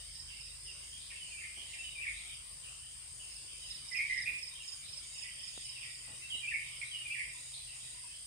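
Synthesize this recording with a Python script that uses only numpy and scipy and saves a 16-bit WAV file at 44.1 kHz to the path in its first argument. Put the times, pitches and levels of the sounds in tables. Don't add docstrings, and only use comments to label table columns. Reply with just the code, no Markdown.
import sys
import numpy as np
from scipy import signal
from scipy.fft import rfft, irfft, next_fast_len
from scipy.io import wavfile
from scipy.ndimage import uniform_filter1d, map_coordinates

SR = 44100
rng = np.random.default_rng(int(sys.argv[2]) if len(sys.argv) > 2 else 0)


def master(y):
    cut = np.clip(np.atleast_2d(y).T, -1, 1)
    pcm = np.round(cut * 32767)
    wavfile.write(sys.argv[1], SR, pcm.astype(np.int16))


N = 364266

# time in seconds, relative level in dB, left over right in dB.
CHORUS_LEVELS = [(0.0, -54, 6), (0.44, -54.5, 4.5), (1.56, -52.5, 5.5), (2.97, -53.5, 5), (3.18, -53, 6.0),
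                 (4.12, -53.5, 5.5), (5.77, -52.5, 5), (8.24, -51.5, 2.5), (8.26, -53, 4.0)]
# start and end in seconds, level in dB, fade in dB/s, direct path gain in dB.
CHIRP_BOUTS = [(.1, .73, -40.5, 6, -6.5), (3.262, 3.4, -47, 0, -3), (3.654, 3.78, -44.5, 0, 3),
               (3.874, 5.52, -40.5, 1.5, 1.5), (5.598, 5.97, -46, 11, 2.5)]
# time in seconds, relative level in dB.
FAR_CRICKET_LEVELS = [(0.0, -57.5), (3.06, -63.5), (3.26, -60), (3.84, -56), (4.48, -61.5), (5.43, -56.5),
                      (5.93, -55.5), (6.17, -61), (7.87, -59.5), (8.26, -60.5)]
# start and end in seconds, pitch in Hz, level in dB.
BUZZ_BOUTS = [(0.815, 2.3, 6840, -61), (1.122, 1.3, 7060, -64), (2.573, 2.8, 7150, -63),
              (3.135, 3.8, 6760, -61.5), (4.605, 5.65, 6760, -59.5), (5.016, 6.5, 7200, -59.5),
              (7.312, 7.95, 6930, -58)]

# offset
# and length in seconds, start, middle and end pitch in Hz, relative level in dB, roughness 0-1.
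MOTIF = [(0, .068, 3280, 2939, 2880, -8, 0.08), (.119, 0.0595, 2530, 2362, 2378, -7, 0.09),
         (0.174, .024, 2456, 2620, 2760, -4, 0.2), (.201, .032, 2696, 1924, 1800, -7, .12),
         (0.231, 0.0332, 2380, 2209, 2010, 0.5, 0.52)]
# start and closing note onset in seconds, base level at the close in dB,
# crescendo in dB, lift of the entry pitch in Hz.
PHRASES = [(1.194, 1.428, -41.5, -2.5, -170), (1.828, 2.06, -34.5, 1, -200), (6.296, 6.53, -30.5, -2.5, 72),
           (6.904, 7.172, -34, -4, 61)]
LEAD_INS = {"chip": (.026, 2700, 2280, 1780, 0.61), "step": (0.024, 2520, 2700, 2630, 0.19)}
LEAD_IN_TIMES = {"chip": [(1.098, -44), (1.731, -45), (6.812, -36.5)], "step": [(1.153, -48.5),
                 (1.782, -41.5), (6.219, -41.5)]}
# start and length in seconds, pitch in Hz, level in dB, roughness 0-1.
CHATTER = [(3.907, 0.054, 1995, -40.5, 0.4), (3.944, 0.037, 2430, -32, 0.42),
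           (3.982, 0.037, 2202, -29.5, 0.5), (4.092, .039, 2030, -29, .14), (4.15, 0.0647, 1977, -34, 0.55),
           (4.253, 0.047, 2475, -31.5, .54)]
CHATTER_BEND = (1.005, 1, 1.04)
FAR_CALLS = {"falling": (.073, 3150, 2850, 2640, 0.38), "rising": (0.0735, 2980, 3170, 3000, 0.363),
             "thin": (0.0764, 3200, 3850, 3930, 0.13), "raspy": (0.0584, 3300, 3900, 3720, 0.522),
             "dive": (0.071, 3600, 2400, 1894, 0.71), "pip": (0.036, 3100, 2700, 2520, 0.24),
             "hoot": (0.023, 990, 975, 930, 0.18)}
FAR_CALL_TIMES = {"falling": [(.271, -51), (.651, -53.5), (2.621, -53), (3.18, -53.5), (3.599, -55),
                  (4.55, -52), (5.615, -57), (7.662, -55.5)], "rising": [(.91, -55.5), (1.551, -49),
                  (2.28, -54.5), (2.81, -57), (3.46, -55.5), (4.05, -55.5), (5.371, -55), (6.7, -55),
                  (8.1, -57.5)], "thin": [(4.15, -58.5), (5.52, -58.5), (6.82, -55.5), (7.341, -58.5),
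                  (7.791, -57.5)], "raspy": [(.99, -55.5), (1.67, -58.5), (2.14, -54), (3.68, -52.5),
                  (4.82, -52), (7.528, -49)], "dive": [(5.197, -50), (5.797, -49.5)], "pip": [(5.14, -51.5),
                  (5.751, -48)], "hoot": [(6.645, -65), (7.338, -57.5), (7.94, -61), (8.035, -60)]}
# time in seconds, relative level in dB.
BIRD_BLUR_LEVELS = [(0, -60), (0.6, -62.5), (1.6, -56.5), (2.2, -55), (2.6, -64.5), (3.1, -69),
                    (3.8, -57.5), (4.9, -59), (5.5, -55.5), (6.1, -57), (7, -57.5), (8.26, -62)]

# time in seconds, relative levels of low throb and upper hum in dB.
ENGINE_LEVELS = [(0, -57.5, -73.5), (0.6, -61, -69.5), (1.3, -62.5, -78.5), (2.2, -63.5, -75.5),
                 (2.8, -64, -70.5), (4.3, -66.5, -74.5), (5.2, -66.6, -73.5), (6.2, -67.5, -68),
                 (7.7, -69, -67.5), (8.26, -68, -76)]
# start in seconds, level in dB, length in seconds, upper band edge in Hz.
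TOUCHES = [(1.572, -73, 0.35, 910), (3.433, -73.5, 0.095, 915), (4.297, -72, 0.17, 448),
           (5.577, -47, 0.0027, 750), (6.078, -68.5, 0.21, 925), (6.349, -64, 0.019, 507)]
# frequency in Hz, relative density in dB.
CHORUS_SPECTRUM = [(6300, -37), (7400, -12.5), (7950, -6.5), (8500, -1.5), (8900, -0.5), (9350, -5.5),
                   (9750, -14.5), (10250, -18), (10700, -66)]
FAR_CRICKET_SPECTRUM = [(4100, -30), (4500, -1.5), (4750, 6.5), (5050, 5), (5350, -5), (5650, -4.5),
                        (6200, -59)]
BIRD_BLUR_SPECTRUM = [(1550, -22), (1900, -2), (2500, 0), (3150, 3.5), (3450, -3.5), (3850, 3), (4150, -37),
                      (5000, -34.5)]
RUMBLE_SPECTRUM = [(15, -50), (30, -15.5), (48, 2), (65, -4), (100, -4), (150, -7.5), (200, -18.5),
                   (320, -25), (700, -71)]
AIR_SPECTRUM = [(150, -8), (300, 0.5), (600, -0.5), (850, -1.5), (1050, 2), (1400, -0.5), (4000, 5.5),
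                (6500, 5.5), (9800, 3.5), (11000, -42), (12500, -7.5), (15300, -5)]
# frequency in Hz, time to decay 60 dB in seconds.
ECHO_T60 = [(1000, 0.23), (2500, 0.8), (5000, 0.57), (10000, 0.56)]

CHIRP_PERIOD_S, STROKE_PERIOD_S = 0.2515, 0.043
BUZZ_PERIOD_S, BUZZ_LENGTH_S = 0.418, 0.22


def cricket_chorus(count=14):
    level_db, left_db = curves(CHORUS_LEVELS)
    singers = np.zeros((2, N))
    for hz in np.linspace(8000, 9350, count):
        stroke_hz = rng.uniform(45, 150) * (1 + 0.04 * wobble(6.1))
        phase = np.cumsum(stroke_hz) / SR % 1
        pitch_hz = hz * (1 + 0.012 * (0.5 - phase) + 0.007 * wobble(200))
        trill = tone(pitch_hz) * np.sin(np.pi * phase) ** 2
        singers += trill * amp(along(CHORUS_SPECTRUM, hz) + 1.6 * wobble(1.7)) * pan(rng.normal(0, 13))
    crowd = amp(-14) * unit(singers) + wash(CHORUS_SPECTRUM, patchy_db=1.4)
    crowd = filtered(crowd, lambda hz: pan(np.interp(hz, [7700, 8900, 10200], [-5, 1.5, -3])))
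    return amp(level_db + 3) * unit(crowd) * pan(left_db)


def chirp(high_hz=5580, low_hz=4570, stroke_s=0.031, weak_db=-7, jitter=0.0093, scatter_db=1.3):
    u = progress(stroke_s)
    glide_hz = high_hz + (low_hz - high_hz) * u ** 1.243
    out = np.zeros(int((2 * STROKE_PERIOD_S + stroke_s) * SR) + len(u))
    for k, db in enumerate([weak_db, 0, 0]):
        pitch_hz = glide_hz * (1 + jitter * wobble(500, len(u)))
        stroke = tone(pitch_hz) * np.abs(np.sin(np.pi * u)) ** 1.6
        add(out, k * STROKE_PERIOD_S, amp(db + scatter_db * rng.standard_normal()) * stroke)
    return out


def near_cricket():
    out = np.zeros((2, N))
    for start_s, end_s, db, fade_db_per_s, direct_db in CHIRP_BOUTS:
        for s in np.arange(start_s, end_s, CHIRP_PERIOD_S):
            sound = amp(db - fade_db_per_s * (s - start_s)) * chirp()
            add(out, s, grove(sound, direct_db, trunks_db=-6, trunks_t60_s=0.22, echo_db=-11))
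    return out * pan(-8.5)


def far_crickets(count=9):
    singers = np.zeros((2, N))
    for _ in range(count):
        period_s = CHIRP_PERIOD_S * np.exp(0.08 * rng.standard_normal())
        series = np.zeros(N)
        for s in np.arange(rng.random() * period_s, N / SR, period_s):
            add(series, s, amp(rng.normal(0, 4.1)) * chirp())
        singers += grove(series, direct_db=-17, trunks_db=5.5, trunks_t60_s=0.055, echo_db=-0.5)[:, :N]
    crowd = unit(amp(-5) * unit(singers) + wash(FAR_CRICKET_SPECTRUM, patchy_db=0.5))
    return amp(curves(FAR_CRICKET_LEVELS)[0] + 2) * crowd * pan(-7.5)


def buzz(hz, click_hz=152, ring_s=0.00048):
    u = progress(BUZZ_LENGTH_S)
    rate_hz = click_hz * (1 + 0.027 * rng.standard_normal() + 0.0057 * wobble(30, len(u)))
    age_s = np.cumsum(rate_hz) / SR % 1 / rate_hz
    clicks = (np.exp(-age_s / ring_s / 2) * age_s) ** 2
    wing = tone(hz * (1 + 0.0132 * wobble(297.5, len(u))))
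    flutter = amp(2.2 * wobble(150, len(u)))
    swell = np.minimum(0.82 + 2 * u, 1) * signal.windows.tukey(len(u), 0.15)
    return unit(clicks * wing * flutter * swell)


def bush_crickets():
    out = np.zeros((2, N))
    for start_s, end_s, hz, db in BUZZ_BOUTS:
        for s in np.arange(start_s, end_s, BUZZ_PERIOD_S):
            sound = amp(db) * buzz(hz)
            add(out, s, grove(sound, direct_db=-5, trunks_db=-10.5, trunks_t60_s=0.018, echo_db=-4))
    return out * pan(-2.5)


def syllable(length_s, start_hz, middle_hz, end_hz, rough, rasp_hz=330, overtone_db=-46):
    u = progress(length_s)
    glide_hz = np.polyval(np.polyfit([0, 0.5, 1], [start_hz, middle_hz, end_hz], 2), u)
    pitch_hz = glide_hz * (1 + rough * 0.124 * wobble(2 * rasp_hz, len(u)))
    overtones = sum(tone(k * pitch_hz) for k in range(2, 6))
    voice = tone(pitch_hz) + amp(overtone_db) * overtones
    voice *= amp(rough * 4 * wobble(rasp_hz, len(u)))
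    throat = signal.butter(12, min(1800, 0.95 * middle_hz), "high", fs=SR, output="sos")
    return unit(signal.sosfilt(throat, voice * signal.windows.tukey(len(u), 0.33)))


def song_notes():
    notes = [(s, db, syllable(*LEAD_INS[kind])) for kind in LEAD_INS for s, db in LEAD_IN_TIMES[kind]]
    first_s, last_s = MOTIF[0][0], MOTIF[-1][0]
    for s, closing_s, closing_db, crescendo_db, lift_hz in PHRASES:
        stretch = (closing_s - s) / last_s
        for offset_s, length_s, start_hz, middle_hz, end_hz, db, rough in MOTIF:
            effort_db = closing_db + crescendo_db * (offset_s / last_s - 1)
            entry_hz = start_hz + lift_hz * (offset_s == first_s)
            note = syllable(stretch * length_s, entry_hz, middle_hz, end_hz, rough)
            notes.append((s + stretch * offset_s, effort_db + db, note))
    for s, length_s, hz, db, rough in CHATTER:
        pitches_hz = hz * np.array(CHATTER_BEND)
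        notes.append((s, db, syllable(length_s, *pitches_hz, rough, overtone_db=-30.5)))
    return notes


def songbird(loud_db=-26.5, openness=0.14):
    out = np.zeros((2, N))
    for s, db, note in song_notes():
        open_db = openness * (db - loud_db)
        add(out, s, grove(amp(db) * note, direct_db=-8.5 + open_db, trunks_db=-6,
                          trunks_t60_s=0.27, echo_db=-9.5 - open_db))
    return out * pan(-2.2)


def far_birds(pitch_scatter=0.01224):
    calls = np.zeros((2, N))
    for kind, (length_s, *glide_hz, rough) in FAR_CALLS.items():
        for s, db in FAR_CALL_TIMES[kind]:
            pitches_hz = np.array(glide_hz) * (1 + pitch_scatter * rng.standard_normal())
            note = amp(db) * syllable(length_s, *pitches_hz, rough)
            add(calls, s, grove(note, direct_db=-15.5, trunks_db=-7.5, trunks_t60_s=0.034, echo_db=-1))
    blur = amp(curves(BIRD_BLUR_LEVELS)[0] + 1.5) * wash(BIRD_BLUR_SPECTRUM, patchy_db=5.5)
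    return calls * pan(-3) + blur * pan(-2)


def engine(firing_hz=25.7):
    throb_db, hum_db = curves(ENGINE_LEVELS)
    rate_hz = firing_hz * (1 + 0.0121 * wobble(3))
    order = lambda k: np.sqrt(2) * tone(k * rate_hz) * amp(0.9 * wobble(7.2))
    throb = amp(-4) * order(2) + amp(-7.5) * order(3)
    mid, side = wash(RUMBLE_SPECTRUM, patchy_db=3)
    rumble = np.array([mid + amp(-4) * side, mid - amp(-17) * side])
    return (amp(throb_db) * throb + amp(hum_db - 0.5) * order(5) + amp(-67) * rumble) * pan(-2.5)


def tap_and_scuffs():
    out = np.zeros((2, N))
    for s, db, length_s, top_hz in TOUCHES:
        u = progress(length_s)
        burst = rng.standard_normal(len(u)) * np.exp(-3 * u)
        band = signal.butter(2, [120, top_hz], "band", fs=SR, output="sos")
        add(out, s, amp(db) * unit(signal.sosfilt(band, burst)) * pan(-10.5))
    return out


def air():
    return amp(-57.5) * wash(AIR_SPECTRUM, patchy_db=3) * pan(-1.2)


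def grove(x, direct_db, trunks_db, trunks_t60_s, echo_db):
    hz, frame_s, noise = signal.stft(rng.standard_normal((2, SR * 2 // 3)), SR, nperseg=256)
    decay = amp(-60 * frame_s / along(ECHO_T60, hz)[:, None])
    echo = signal.istft(noise * decay, SR, nperseg=256)[1]
    t = np.arange(echo.shape[1]) / SR
    trunks = rng.standard_normal(echo.shape) ** 3 * amp(-60 * t / trunks_t60_s)
    paths = amp(echo_db) * echo / np.linalg.norm(echo[0])
    paths += amp(trunks_db) * trunks / np.linalg.norm(trunks[0])
    paths[[0, 1], [20, 0]] += amp(direct_db)
    return signal.fftconvolve(x[None], paths, axes=1)


def wash(spectrum, patchy_db):
    noise = signal.stft(rng.standard_normal((2, N)), nperseg=512)[2]
    patches = uniform_filter1d(rng.standard_normal(noise.shape[1:]), size=3, axis=0)
    patches = uniform_filter1d(patches, size=16, axis=1)
    pair = signal.istft(noise * amp(patchy_db * unit(patches)), nperseg=512)[1][:, :N]
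    return unit(filtered(pair, lambda hz: amp(along(spectrum, hz))))


def amp(db):
    return 10 ** (np.asarray(db) / 20)


def unit(x):
    return x / np.sqrt(np.mean(x ** 2) + 1e-20)


def along(points, hz):
    knots_hz, values = np.transpose(points)
    return np.interp(np.log(hz + 1), np.log(knots_hz + 1), values)


def curves(rows):
    s, *columns = np.transpose(rows)
    return [np.interp(np.arange(N) / SR, s, column) for column in columns]


def wobble(rate_hz, size=N):
    knots = rng.standard_normal(int(size * rate_hz / SR) + 4)
    return map_coordinates(knots, [np.arange(size) * rate_hz / SR])


def filtered(x, response):
    size = next_fast_len(N + SR // 2)
    return irfft(rfft(x, size) * response(np.fft.rfftfreq(size, 1 / SR)), size)[..., :N]


def pan(left_db):
    gains = amp(np.array([left_db, -left_db]).reshape(2, -1) / 2)
    return gains / np.sqrt(np.mean(gains ** 2, axis=0))


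def tone(hz):
    return np.sin(2 * np.pi * (np.cumsum(hz) / SR + rng.random()))


def progress(length_s):
    return np.linspace(0, 1, max(int(length_s * SR), 64))


def add(track, start_s, x):
    i = int(np.clip(round(start_s * SR), 0, N - 1))
    track[..., i:i + x.shape[-1]] += x[..., :N - i]


def scene():
    hiss = air()
    insects = cricket_chorus() + near_cricket() + far_crickets() + bush_crickets()
    return insects + songbird() + far_birds() + engine() + tap_and_scuffs() + hiss


def record(dry, top_hz=15600):
    return filtered(dry, lambda hz: hz < top_hz)


dry = scene()
out = record(dry)
master(out)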